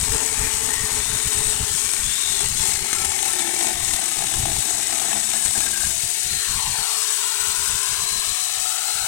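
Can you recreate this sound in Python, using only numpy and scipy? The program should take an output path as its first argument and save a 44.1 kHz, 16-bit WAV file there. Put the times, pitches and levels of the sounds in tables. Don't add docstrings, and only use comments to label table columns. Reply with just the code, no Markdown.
import sys
import numpy as np
from scipy import signal
from scipy.fft import rfft, irfft, next_fast_len
from scipy.io import wavfile
from scipy.ndimage import uniform_filter1d

SR = 44100
rng = np.random.default_rng(int(sys.argv[2]) if len(sys.argv) > 2 else 0)


def output_pcm(signal):
    pcm = np.clip(np.atleast_2d(signal).T, -1, 1) * 32767
    wavfile.write(sys.argv[1], SR, np.round(pcm).astype(np.int16))


N = 399987

# time_s, turns_per_s
MOTOR_SPEED = [(0, 425), (.8, 430), (1.5, 405), (2.1, 415), (2.8, 390), (3.8, 400), (5.85, 358),
               (6.08, 394), (6.27, 411), (6.53, 421), (6.8, 435), (7.0, 431), (7.25, 416), (7.55, 408),
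               (8.0, 405.5), (8.4, 411), (9.07, 414)]
# time_s, load (0-1), bounces_per_s
CUTTER_BITE = [(0, 1, 84), (.6, 0.99, 83), (1.5, 0.9, 68.5), (2.1, 0.99, 97), (3, 0.95, 38.3),
               (4.4, 0.93, 41.3), (5.2, 0.97, 32.5), (5.87, 0.8, 38), (6.05, 0.26, 25), (6.4, 0.21, 47.3),
               (9.07, 0.02, 38)]
# time_s, relative_db
CHAIN_LEVEL = [(0, -24), (.2, -24.5), (.3, -25), (.72, -25), (.95, -26.5), (1.25, -26), (1.5, -26),
               (1.64, -28), (1.72, -25), (1.95, -25), (2.06, -26), (2.15, -24.5), (2.42, -25), (2.52, -27),
               (2.62, -24), (2.71, -24.5), (2.8, -28), (2.95, -26), (3.15, -27), (3.26, -23.5),
               (3.45, -27.5), (3.63, -24), (3.76, -28.5), (3.9, -25), (4.2, -27), (4.55, -25.5),
               (4.85, -26), (5.1, -26), (5.61, -25), (5.68, -27.5), (5.86, -24.5), (5.95, -27.5),
               (8.06, -26.5), (9.07, -27)]
# frequency_hz, relative_db
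LOADED_CHAIN_COLOUR = [(150, -15), (400, -13.5), (560, -16), (800, -13.5), (2650, -12), (4500, -9.5),
                       (6000, -6.5), (6600, -2.5), (7140, -2), (7680, -2), (8490, 3.5), (11000, -9),
                       (15800, -21)]
# frequency_hz, relative_db
FREE_CHAIN_COLOUR = [(200, -33), (600, -32), (900, -25), (2650, -24.5), (4500, -4.5), (4970, -7.5),
                     (5350, -2.5), (6000, -1), (6600, 0), (7140, 1), (7480, 3.5), (8050, 4.5), (10900, -5),
                     (12200, -12.5), (13100, -8), (14300, -13), (15200, -28), (15800, -9)]
# loaded_hz, free_hz, width_hz, loaded_db, free_db
STEEL_MODES = [(5550, 5300, 380, -19, -24), (6620, 5950, 340, -12, -14), (7800, 7930, 260, -8.5, -10),
               (8420, 8600, 300, -12, -15)]
# time_s, pitch_ratio
STEEL_SHIFT = [(0, .99), (.6, 1.012), (1.3, 1.025), (1.9, .992), (2.9, .965), (3.5, .99), (4.2, 1.008),
               (4.6, .998), (5.5, 1.005), (7.3, 1.005), (8.3, .988), (9.07, 1)]
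# start_s, length_s, from_hz, to_hz, width_hz, level_db
STEEL_RINGS = [(1.3, .27, 8560, 8640, 520, -29), (1.28, .34, 7950, 7950, 330, -30),
               (2.25, .24, 8420, 8380, 400, -34), (4.45, .5, 7730, 7760, 260, -36),
               (5.0, .7, 7830, 7830, 260, -31), (5.2, .45, 8650, 8650, 700, -32.5),
               (6.9, .85, 7970, 8060, 170, -34), (2.93, .25, 10350, 10300, 400, -41),
               (3.15, .28, 9550, 9550, 450, -37), (6.68, .3, 9330, 9380, 400, -39),
               (6.88, .25, 5300, 5150, 260, -41)]

# time_s, level_db
CUTTER_PUSH = [(0.0, -40.5), (0.22, -30), (0.25, -36), (1.56, -40.5), (2.0, -49), (2.02, -69), (2.44, -35),
               (2.53, -56), (2.63, -37), (2.8, -41.5), (3.72, -35), (3.75, -42.5), (4.54, -37.5),
               (4.6, -39.5), (5.15, -37), (5.28, -54), (5.35, -38), (5.54, -50), (5.56, -35), (6.1, -62)]
# time_s, depth (0-1)
CUT_DEPTH = [(0, 0), (2.4, .32), (3.3, .61), (3.8, .85), (5.9, 1)]
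# uncut_hz, through_hz, width_hz, uncut_db, buried_db, through_db
WOOD_MODES = [(451, 302, 36, -7, -3.5, -15), (910, 735, 160, -8, -1.5, -2.5),
              (264.4, 208.6, 33, -10.5, -15, -9)]
# frequency_hz, relative_db
TEARING_COLOUR = [(120, 3), (300, -3.5), (430, 13), (490, -12), (570, 19), (660, 6), (1000, -2.5),
                  (1500, 4.5), (2500, 0.5), (3500, -5.5), (4500, -16), (6000, -35)]
# start_s, length_s, from_hz, to_hz, width_hz, level_db
KERF_SQUEALS = [(0, 1.76, 1870, 1890, 240, -44), (.22, .36, 2290, 2290, 240, -40),
                (.3, .3, 1700, 1750, 250, -43), (.65, .26, 1895, 1880, 110, -38),
                (.85, .9, 3660, 3640, 190, -40), (1.68, .14, 3300, 3250, 150, -42),
                (2.02, .445, 3570, 3550, 220, -33.5), (2.1, .64, 4050, 4000, 400, -40),
                (2.52, .22, 3480, 3330, 140, -42), (2.87, .19, 1345, 1335, 40, -40.5),
                (3.25, .16, 1325, 1315, 40, -46), (2.4, 1.77, 2168, 2150, 220, -42),
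                (2.8, 1.25, 1790, 1820, 90, -47), (3.0, .4, 800, 780, 110, -41),
                (4.9, 1.0, 212, 198, 12, -50), (2.62, .45, 4220, 4170, 220, -42),
                (3.2, 3.3, 3740, 3620, 180, -42.5), (3.8, .6, 1130, 1150, 150, -47),
                (4.85, .35, 1180, 1150, 150, -47)]
# pitch_hz, width_hz, level_db
KERF_RESONANCES = [(1134, 160, -51.5), (1673, 240, -48.5), (1960, 160, -48), (2336, 400, -46.5),
                   (2836, 340, -46.5), (3630, 430, -46.5), (4300, 370, -48), (5380, 730, -44.5)]
# start_s, relative_db
HARD_BOUNCES = [(3.053, -38), (3.069, -31), (3.166, -40), (3.228, -33), (3.263, -35), (3.348, -36),
                (3.403, -31), (3.433, -31), (3.591, -33), (3.624, -28), (3.645, -27), (3.706, -25.5),
                (3.827, -41), (3.934, -32), (4.029, -30.5), (4.064, -33), (4.119, -32), (4.204, -32.5),
                (4.222, -27), (4.282, -35), (4.321, -31), (4.372, -37), (4.409, -37), (4.432, -28.5),
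                (4.455, -25), (4.482, -29), (4.503, -31), (4.606, -39), (4.782, -32), (4.856, -36),
                (4.897, -29.5), (4.925, -32), (4.973, -30), (4.999, -32), (5.016, -29.5), (5.044, -31),
                (5.083, -33), (5.116, -29.5), (5.129, -26), (5.154, -27), (5.339, -36), (5.554, -30),
                (5.706, -36), (5.833, -32)]
# start_s, clatter_db, crack_db
CUTTER_SNAGS = [(.739, -22, -35), (1.327, -22, -32), (1.936, -21, -38), (2.407, -20, -34),
                (2.637, -23, -35), (2.93, -17, -31), (2.95, -24, -38), (3.016, -24, -37),
                (3.048, -18.5, -35), (3.119, -23, -40), (3.19, -24, -32), (3.405, -25, -33.5),
                (3.611, -25, -31), (3.669, -25, -30), (3.88, -26, -32), (3.938, -24, -32),
                (4.222, -29, -32), (4.53, -25, -40), (4.8, -28, -34), (4.998, -28, -30), (5.13, -22, -31),
                (5.158, -24, -32), (5.201, -24, -42), (5.29, -23, -40), (5.316, -24, -31),
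                (5.335, -23, -39), (5.46, -25, -30), (5.578, -21, -34), (5.604, -20, -30),
                (5.665, -24, -32)]
# frequency_hz, relative_db
CLATTER_COLOUR = [(2000, -10.5), (5000, -16), (6400, -2.5), (7100, -7), (8300, 2.5), (11000, -12.5),
                  (16000, -33)]
# frequency_hz, relative_db
CRACK_COLOUR = [(80, -30), (200, -5), (800, -3), (2300, 2), (4200, 1), (7000, -18), (12000, -30)]
# start_s, length_s, relative_db
KERF_CHIRPS = [(5.063, .018, -34), (5.11, .03, -32), (5.338, .018, -37), (5.357, .017, -35),
               (5.396, .015, -35), (5.426, .02, -36), (5.458, .016, -35), (5.55, .019, -28.5),
               (5.62, .019, -32), (5.66, .025, -31.5), (5.73, .018, -30), (5.75, .042, -32),
               (5.803, .024, -31.5), (5.832, .028, -32), (5.866, .02, -38), (5.895, .028, -38)]
# time_s, pitch_hz
CHIRP_GLIDE = [(5.05, 1730), (5.45, 1685), (5.67, 1610), (5.9, 1555)]

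# time_s, level_db
ROTOR_HUM = [(0, -52), (1.0, -50.5), (2.1, -55.5), (2.9, -50), (3.9, -57), (5.9, -55), (6.4, -51),
             (7.0, -49.5), (7.5, -48.5), (8.1, -50), (8.35, -55), (9.07, -53)]
# time_s, sprocket_db, overtone_db
MOTOR_TONES = [(0, -56, -58), (5.8, -55, -60), (6.0, -47, -60), (6.35, -47.5, -58), (6.55, -53, -56),
               (7.5, -50, -55), (7.9, -51, -45), (8.2, -52, -51), (8.5, -48, -53), (9.07, -47, -47)]
# time_s, fan_db, gear_db
MOTOR_WHINES = [(0, -54, -58), (6.22, -52, -58), (6.32, -36, -55), (6.48, -41, -54), (6.62, -36.5, -54),
                (6.84, -35.5, -50), (7.0, -42, -38), (7.15, -44, -50), (7.45, -44, -55), (7.63, -45, -39),
                (7.85, -47, -52), (8.1, -35.5, -50), (8.25, -37.5, -50), (8.45, -42, -51), (8.75, -42, -52),
                (9.0, -40.5, -52)]
# time_s, relative_db
GEAR_LEVEL = [(5.95, -38.5), (6.4, -35.5), (6.8, -35.5), (8.1, -36), (8.5, -37.5), (9.07, -36.5)]
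# frequency_hz, relative_db
GEAR_COLOUR = [(150, -60), (330, -7), (570, -4), (720, 0), (950, 4), (1400, 1.5), (2000, 2.5), (3000, 7),
               (3500, 5.5), (4200, -1), (4900, -43), (6000, -33)]
# pitch_hz, width_hz, relative_db
FREE_RUN_PEAKS = [(3010, 210, -28), (3740, 250, -9), (4890, 250, -6)]
# start_s, length_s, from_hz, to_hz, width_hz, level_db
GROUND_ECHO_WHIRRS = [(6.3, 0.28, 1910, 1526, 261, -41.5), (6.53, 0.45, 990, 836, 194, -38),
                      (6.75, 0.41, 1320, 1220, 189.4, -41), (7.0, 1.4, 1022, 1114, 190, -44.5),
                      (7.1, 0.93, 1370, 1480, 228, -39.5), (8.4, 1.57, 779, 760, 150, -43),
                      (8.6, 0.9, 1290, 1600, 192, -39.5), (6.68, 0.18, 1800, 1720, 130, -44),
                      (7.0, 0.22, 1709, 1692, 110, -41)]
# time_s, level_db
CHAIN_SIZZLE = [(0, -80), (5.9, -70), (6.5, -60), (7.1, -51), (7.5, -42), (7.8, -56), (8.3, -57),
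                (8.7, -44), (9.07, -46)]

# time_s, lag_ms
GROUND_LAG = [(0, 1.08), (3, 0.36), (6.15, 0.43), (6.4, 0.5), (6.6, 0.96), (6.8, 1.31), (7.0, 1.8),
              (7.3, 2.12), (7.7, 1.98), (8.2, 1.73), (8.6, 1.61), (9.07, 1.34)]
# frequency_hz, relative_db
GROUND_COLOUR = [(1500, 4.5), (2500, -9.0), (8000, -16)]
# frequency_hz, gain_db
GROUND_NOTCH = [(450, 0), (500, -14), (590, -14), (660, 0)]
# lag_ms, level_db
STONE_ECHOES = [(2.3, -15), (3.9, -15), (7.1, -17)]
# frequency_hz, left_over_right_db
PORT_SHADOW = [(150, -1), (400, 2.5), (740, 12), (1200, 11.5), (2200, 7), (3000, 19), (4000, 6),
               (5500, 20.5), (7800, 27.5), (10000, 21.5), (13000, 16), (15500, 21)]
# frequency_hz, lag_rad
PORT_LAG = [(20, 0), (200, .8), (400, 1.6), (720, 3.1), (1200, 6.3), (2500, 8.6), (3500, 7.8), (4100, 9.4),
            (5500, 11.6), (6300, 16.6), (7200, 18.7), (8100, 22), (9000, 24.9), (15500, 27)]
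# frequency_hz, share (0-1)
PORT_DIRECT = [(200, 1), (800, 0.9), (2000, 0.87), (3100, 0.4), (4100, 0.7), (5600, 0), (7000, 0.7),
               (9000, 0.3), (11000, 0.2)]
# start_s, hold_s, level_db
BREEZE_PUFFS = [(.01, 0.03, -28.5), (.07, 0.094, -30), (0.38, 0.1, -32), (0.542, .03, -32),
                (0.595, 0.24, -41), (0.806, .05, -32), (0.918, 0.086, -34.5), (1.059, .1, -33.5),
                (1.25, 0.027, -31), (1.357, .05, -33), (1.457, .05, -33.5), (1.543, 0.033, -35.5),
                (1.602, 0.031, -28), (1.709, 0.045, -31), (1.843, .02, -37.5), (1.989, 0.12, -34.5),
                (2.305, 0.063, -41), (2.434, 0.21, -34), (2.688, .09, -38.5), (2.808, 0.019, -32.5),
                (2.941, 0.16, -43.5), (3.122, 0.23, -52), (3.742, .21, -37), (4.175, 0.089, -38.5),
                (4.332, 0.16, -32), (4.499, 0.094, -32), (4.739, 0.022, -45), (4.99, 0.074, -54),
                (5.106, 0.072, -42), (5.455, 0.047, -36), (5.575, .04, -41), (5.627, .1, -47),
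                (5.801, 0.11, -37), (5.91, .08, -43), (6.035, 0.024, -36), (6.242, 0.054, -43),
                (6.311, 0.062, -35), (6.475, 0.12, -36.5), (6.636, 0.089, -35.5), (6.789, 0.031, -40),
                (7.406, 0.048, -49), (7.47, 0.025, -40), (7.58, 0.043, -40.5), (7.687, 0.068, -40),
                (7.893, 0.048, -41), (7.983, 0.072, -47), (8.117, 0.021, -39.5), (8.16, 0.029, -39.5),
                (8.269, 0.052, -39.5), (8.567, 0.076, -49), (8.952, 0.096, -47.5)]
# time_s, level_db
BREEZE_FLOOR = [(0, -44), (2.9, -53), (3.4, -60), (5.9, -52), (7.1, -68), (7.6, -54), (9.07, -60)]
# frequency_hz, relative_db
BREEZE_COLOUR = [(12, -1), (25, -1), (55, 3.5), (100, 0), (160, -5), (230, -11.5), (350, -36), (600, -31.5)]


def chain(speed, load, bites, trim_db=-0.23, bite_db=0.9, link_db=-1.5, flutter_db=0.62, slap_db=1.23):
    (level_db,), (shift,) = in_time(CHAIN_LEVEL), in_time(STEEL_SHIFT)
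    links = np.cos(angle(2.2 * speed * (1 + 0.0499 * drift(63.7))))
    push = from_db(load * bite_db * bites + link_db * links
                   + flutter_db * drift(19) + slap_db * drift(250))
    force = grains(20000, 1.75) * push
    loaded = coloured(force, LOADED_CHAIN_COLOUR)
    free = ground_echo(coloured(force, FREE_CHAIN_COLOUR))
    steel = from_db(-1.92) * (np.sqrt(load) * loaded + 1.09 * np.sqrt(1 - load) * free)
    hits = grains(6000, 5.0) * push
    for loaded_hz, free_hz, width_hz, loaded_db, free_db in STEEL_MODES:
        hz = (load * loaded_hz + (1 - load) * free_hz) * shift * (1 + 0.005 * drift(4.8))
        steel += from_db(load * loaded_db + (1 - load) * free_db) * resonance(hits, hz, width_hz)
    return from_db(level_db + trim_db) * steel + swells(STEEL_RINGS, grains(6000, 2.4) * push)


def log_cut(load, bites, grip, grip_db=2, rasp_bite_db=3, ring_bite_db=2.5, buried_depth=0.8):
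    (push_db,), (depth,) = in_time(CUTTER_PUSH), in_time(CUT_DEPTH)
    push_db = push_db + grip_db * grip
    rasp_db = push_db - 3 + depth
    tearing = grains(8000, 2.6) * from_db(rasp_bite_db * bites)
    rasp = from_db(rasp_db) * load * coloured(tearing, TEARING_COLOUR)
    hits = grains(5000, 2.05) * from_db(ring_bite_db * bites)
    rubbing = grains(2500, 2.4) * from_db(bites)
    rings = swells(KERF_SQUEALS, rubbing, bend_widths=1.3, judder_widths=0.18)
    for uncut_hz, through_hz, width_hz, *mode_db in WOOD_MODES:
        level_db = push_db + np.interp(depth, [0, buried_depth, 1], mode_db)
        hz = uncut_hz + (through_hz - uncut_hz) * depth
        rings += from_db(level_db) * resonance(hits, hz, width_hz)
    return rasp + np.sqrt(load) * rings


def clacks(load, bites, bite_db=2):
    hits = grains(560, 1.9) * from_db(bite_db * bites)
    rings = 0
    for hz, width_hz, db in KERF_RESONANCES:
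        gain = from_db(db + 2.5 * drift(3))
        rings += gain * resonance(hits, hz * (1 + .022 * drift(2)), width_hz)
    return load * rings


def knocks(trim_db=1.5, narrow_db=-22, kerf_db=-21):
    (times, levels_db), (depth,) = np.transpose(HARD_BOUNCES), in_time(CUT_DEPTH)
    blows, out = np.zeros(N), 0
    blows[(times * SR).astype(int)] = from_db(levels_db + trim_db)
    widest_hz = max(mode[2] for mode in WOOD_MODES)
    for uncut_hz, through_hz, width_hz, *_ in WOOD_MODES:
        hz = uncut_hz + (through_hz - uncut_hz) * depth
        out += from_db(narrow_db if width_hz < widest_hz else 0) * ring(blows, hz, width_hz)
    for hz, width_hz, _ in KERF_RESONANCES:
        out += from_db(kerf_db) * ring(blows * rng.standard_normal(N), np.full(N, hz), width_hz)
    return out


def snags(decay_s=.006, spike_s=.0005):
    age, out = np.arange(SR // 20) / SR, 0
    shape = np.exp(-age / decay_s) + np.exp(-age / spike_s)
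    times, clatter_db, crack_db = np.transpose(CUTTER_SNAGS)
    for levels_db, colour in ((clatter_db, CLATTER_COLOUR), (crack_db, CRACK_COLOUR)):
        envelope = np.zeros(N)
        for start_s, db in zip(times, levels_db):
            envelope[int(start_s * SR) + np.arange(len(age))] += from_db(db) * shape
        out += filtered(envelope * rng.standard_normal(N), rms_one(from_db(per_bin(colour))))
    return out


def chirps(trim_db=-1, squeal_db=-43):
    (hz,), now, envelope = in_time(CHIRP_GLIDE), np.arange(N) / SR, np.zeros(N)
    for start_s, length_s, db in KERF_CHIRPS:
        span = slice(*np.searchsorted(now, [start_s, start_s + length_s]))
        progress = np.clip((now[span] - start_s) / length_s, 0, 1)
        envelope[span] += from_db(db) * np.sin(np.pi * progress) ** .5
    between = from_db(squeal_db) * uniform_filter1d((envelope > 0) * 1., size=SR // 20)
    roughness = 1 + .3 * drift(120)
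    tone = np.cos(angle(hz * (1 + .02 * drift(70))))
    return from_db(trim_db) * np.hypot(envelope, between) * roughness * tone


def motor(speed, load, mains, air_db=-9):
    (fan_db, gear_db), (sprocket_db, overtone_db) = in_time(MOTOR_WHINES), in_time(MOTOR_TONES)
    hum_db, = in_time(ROTOR_HUM)
    rotor = angle(speed * (1 + .0012 * drift(8) + .025 * load * drift(20)))
    sprocket = from_db(sprocket_db + 2.5 * drift(12)) * np.cos(1.8 * rotor + .35 * drift(18))
    overtone = from_db(overtone_db + 2.5 * drift(10)) * np.cos(4.05 * rotor + .6 * drift(20))
    hum = from_db(hum_db + (1.5 + 2 * load) * drift(15)) * np.cos(rotor + .28 * drift(20))
    blades = np.cos(10 * rotor + .5 * np.sin(mains) + .35 * drift(40))
    blades *= (1 + .8 * np.cos(mains)) * (1 + .35 * drift(20))
    gear = from_db(gear_db) * np.cos(12 * rotor + 1.2 * drift(40))
    air = resonance(rng.standard_normal(N), 10 * speed + 40, width_hz=220)
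    fan = from_db(fan_db) * (blades + from_db(air_db) * air)
    return ground_echo(sprocket + overtone, strength=0.26) + hum + gear + fan


def gear_rattle(load, mains, mains_db=-1.1, muffle_db=-4):
    level_db, = in_time(GEAR_LEVEL)
    force = grains(9000, 1.1) * from_db(mains_db * np.cos(mains) + 0.85 * drift(31))
    rattle = from_db(level_db + muffle_db * load + 1) * coloured(force, GEAR_COLOUR)
    peaks = sum(from_db(db) * resonance(force, hz * (1 + 0.018 * drift(2.2)), width_hz)
                for hz, width_hz, db in FREE_RUN_PEAKS)
    return ground_echo(rattle) + from_db(level_db) * (1 - load) * peaks


def whirr_and_sizzle(sizzle_hz=15300):
    sizzle_db, = in_time(CHAIN_SIZZLE)
    whirrs = swells(GROUND_ECHO_WHIRRS, grains(2500, 1.9))
    sizzle = resonance(rng.standard_normal(N), np.full(N, sizzle_hz), width_hz=1100)
    return whirrs + from_db(sizzle_db) * sizzle


def ground_echo(x, strength=0.42):
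    lag_ms, = in_time(GROUND_LAG)
    dull = filtered(x, from_db(per_bin(GROUND_COLOUR)))
    return x + strength * np.interp(np.arange(N) - lag_ms * SR / 1000, np.arange(N), dull)


def wall_echoes(paths, sway_ms=0.082, lowest_hz=900):
    samples, out = np.arange(N), paths.copy()
    bright = signal.sosfilt(signal.butter(2, lowest_hz, "high", fs=SR, output="sos"), paths)
    for lag_ms, db in STONE_ECHOES:
        delayed = samples - (lag_ms + sway_ms * drift(.5)) * SR / 1000
        out += from_db(db) * np.array([np.interp(delayed, samples, path) for path in bright])
    return out / np.sqrt(1 + sum(from_db(db) ** 2 for _, db in STONE_ECHOES))


def microphone(direct, scattered):
    share, shade = np.clip(per_bin(PORT_DIRECT), 0, 1), from_db(-per_bin(PORT_SHADOW))
    late = shade * share * np.exp(-1j * per_bin(PORT_LAG))
    diffuse = shade * np.sqrt(1 - share ** 2)
    centre = np.sqrt(abs(1 + late) ** 2 + diffuse ** 2) / 2
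    left = filtered(direct, 1 / centre)
    right = filtered(direct, late / centre) + filtered(scattered, diffuse / centre)
    return np.array([left, right])


def breeze(attack_s=.01, release_s=.013, lumps_db=3, stereo_width=0.36):
    now = np.arange(N) / SR
    puffs, = from_db(in_time(BREEZE_FLOOR))
    for start_s, hold_s, db in BREEZE_PUFFS:
        span = slice(*np.searchsorted(now, [start_s - attack_s, start_s + hold_s + .5]))
        age = now[span] - start_s
        rise = np.clip(age / attack_s + 1, 0, 1)
        fall = np.exp(-np.maximum(age - hold_s, 0) / release_s)
        puffs[span] = np.hypot(puffs[span], from_db(db) * rise * fall)
    mid, side = coloured(rng.standard_normal((2, N)) * from_db(lumps_db * drift(36)), BREEZE_COLOUR)
    return puffs * (mid * from_db([[.6], [-.6]]) + stereo_width * side * [[1], [-1]])


def chatter(per_s, wander=0.1562, uneven=0.79):
    bounce = angle(per_s * (1 + wander * drift(13.6)))
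    bites = rms_one(np.cos(bounce) + .5 * np.cos(2 * bounce))
    return np.clip(bites * (1 + uneven * drift(40)), -2, 2)


def swells(rows, force, bend_widths=0, judder_widths=0):
    out, now, shake = np.zeros(N), np.arange(N) / SR, judder_widths * drift(17)
    for start_s, length_s, from_hz, to_hz, width_hz, db in rows:
        span = slice(*np.searchsorted(now, [start_s, start_s + length_s]))
        progress = np.clip((now[span] - start_s) / length_s, 0, 1)
        pressure = 4 * progress * (1 - progress)
        bend = bend_widths * (pressure - pressure.mean())
        hz = from_hz + (to_hz - from_hz) * progress + width_hz * (bend + shake[span])
        out[span] += from_db(db) * np.sqrt(pressure) * resonance(force[span], hz, width_hz)
    return out


def ring(force, hz, width_hz):
    turn = np.exp(1j * angle(hz))
    lowpass = signal.butter(2, width_hz / 2, fs=SR, output="sos")
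    envelope = signal.sosfilt(lowpass, (force + 1e-18) / turn)
    return (envelope * turn).real * SR / (np.sqrt(2) * width_hz)


def resonance(force, hz, width_hz):
    return rms_one(ring(force, hz, width_hz))


def grains(per_s, spread_db):
    sizes = from_db(spread_db * np.minimum(rng.exponential(1, N), 4)) * rng.choice([-1, 1], N)
    return rms_one(sizes * (rng.random(N) < per_s / SR))


def drift(rate_hz):
    pole = np.exp(-80 * np.pi * rate_hz / SR)
    noise = rng.standard_normal(N // 40 + 2002)
    slow = signal.lfilter([1], [1, -2 * pole, pole * pole], noise)[2000:]
    return np.interp(np.arange(N) / 40, np.arange(len(slow)), rms_one(slow))


def coloured(x, spectrum):
    return rms_one(filtered(x, from_db(per_bin(spectrum))))


def filtered(x, response):
    size = next_fast_len(N + SR // 4, True)
    return irfft(rfft(x, size) * response, size)[..., :N]


def per_bin(points):
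    hz, value = np.transpose(points)
    size = next_fast_len(N + SR // 4, True)
    return np.interp(np.log(np.arange(size // 2 + 1) * SR / size + 1e-3), np.log(hz), value)


def in_time(rows):
    time_s, *columns = np.transpose(rows)
    return [np.interp(np.arange(N) / SR, time_s, column) for column in columns]


def angle(per_s):
    return 2 * np.pi * np.cumsum(per_s) / SR


def from_db(db):
    return 10 ** (np.asarray(db) / 20)


def rms_one(x):
    return x / np.sqrt(np.mean(x ** 2) + 1e-20)


def scene():
    (speed,), (load, bounces_per_s) = in_time(MOTOR_SPEED), in_time(CUTTER_BITE)
    bites = chatter(bounces_per_s)
    grip = drift(9)
    mains = angle(np.full(N, 100))
    paths = np.array([chain(speed, load, bites) + gear_rattle(load, mains) + motor(speed, load, mains)
                      + whirr_and_sizzle() + log_cut(load, bites, grip) + snags() + chirps()
                      for _ in range(2)])
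    paths = paths + clacks(load, bites) + knocks()
    direct, scattered = filtered(wall_echoes(paths), from_db(per_bin(GROUND_NOTCH)))
    return microphone(direct, scattered) + breeze()


def record(dry, ceiling=.8, cutoff_hz=15850):
    rounded = dry / (1 + (dry / ceiling) ** 6) ** (1 / 6)
    return signal.sosfilt(signal.ellip(12, .1, 90, cutoff_hz, fs=SR, output="sos"), rounded)


dry = scene()
out = record(dry)
output_pcm(out)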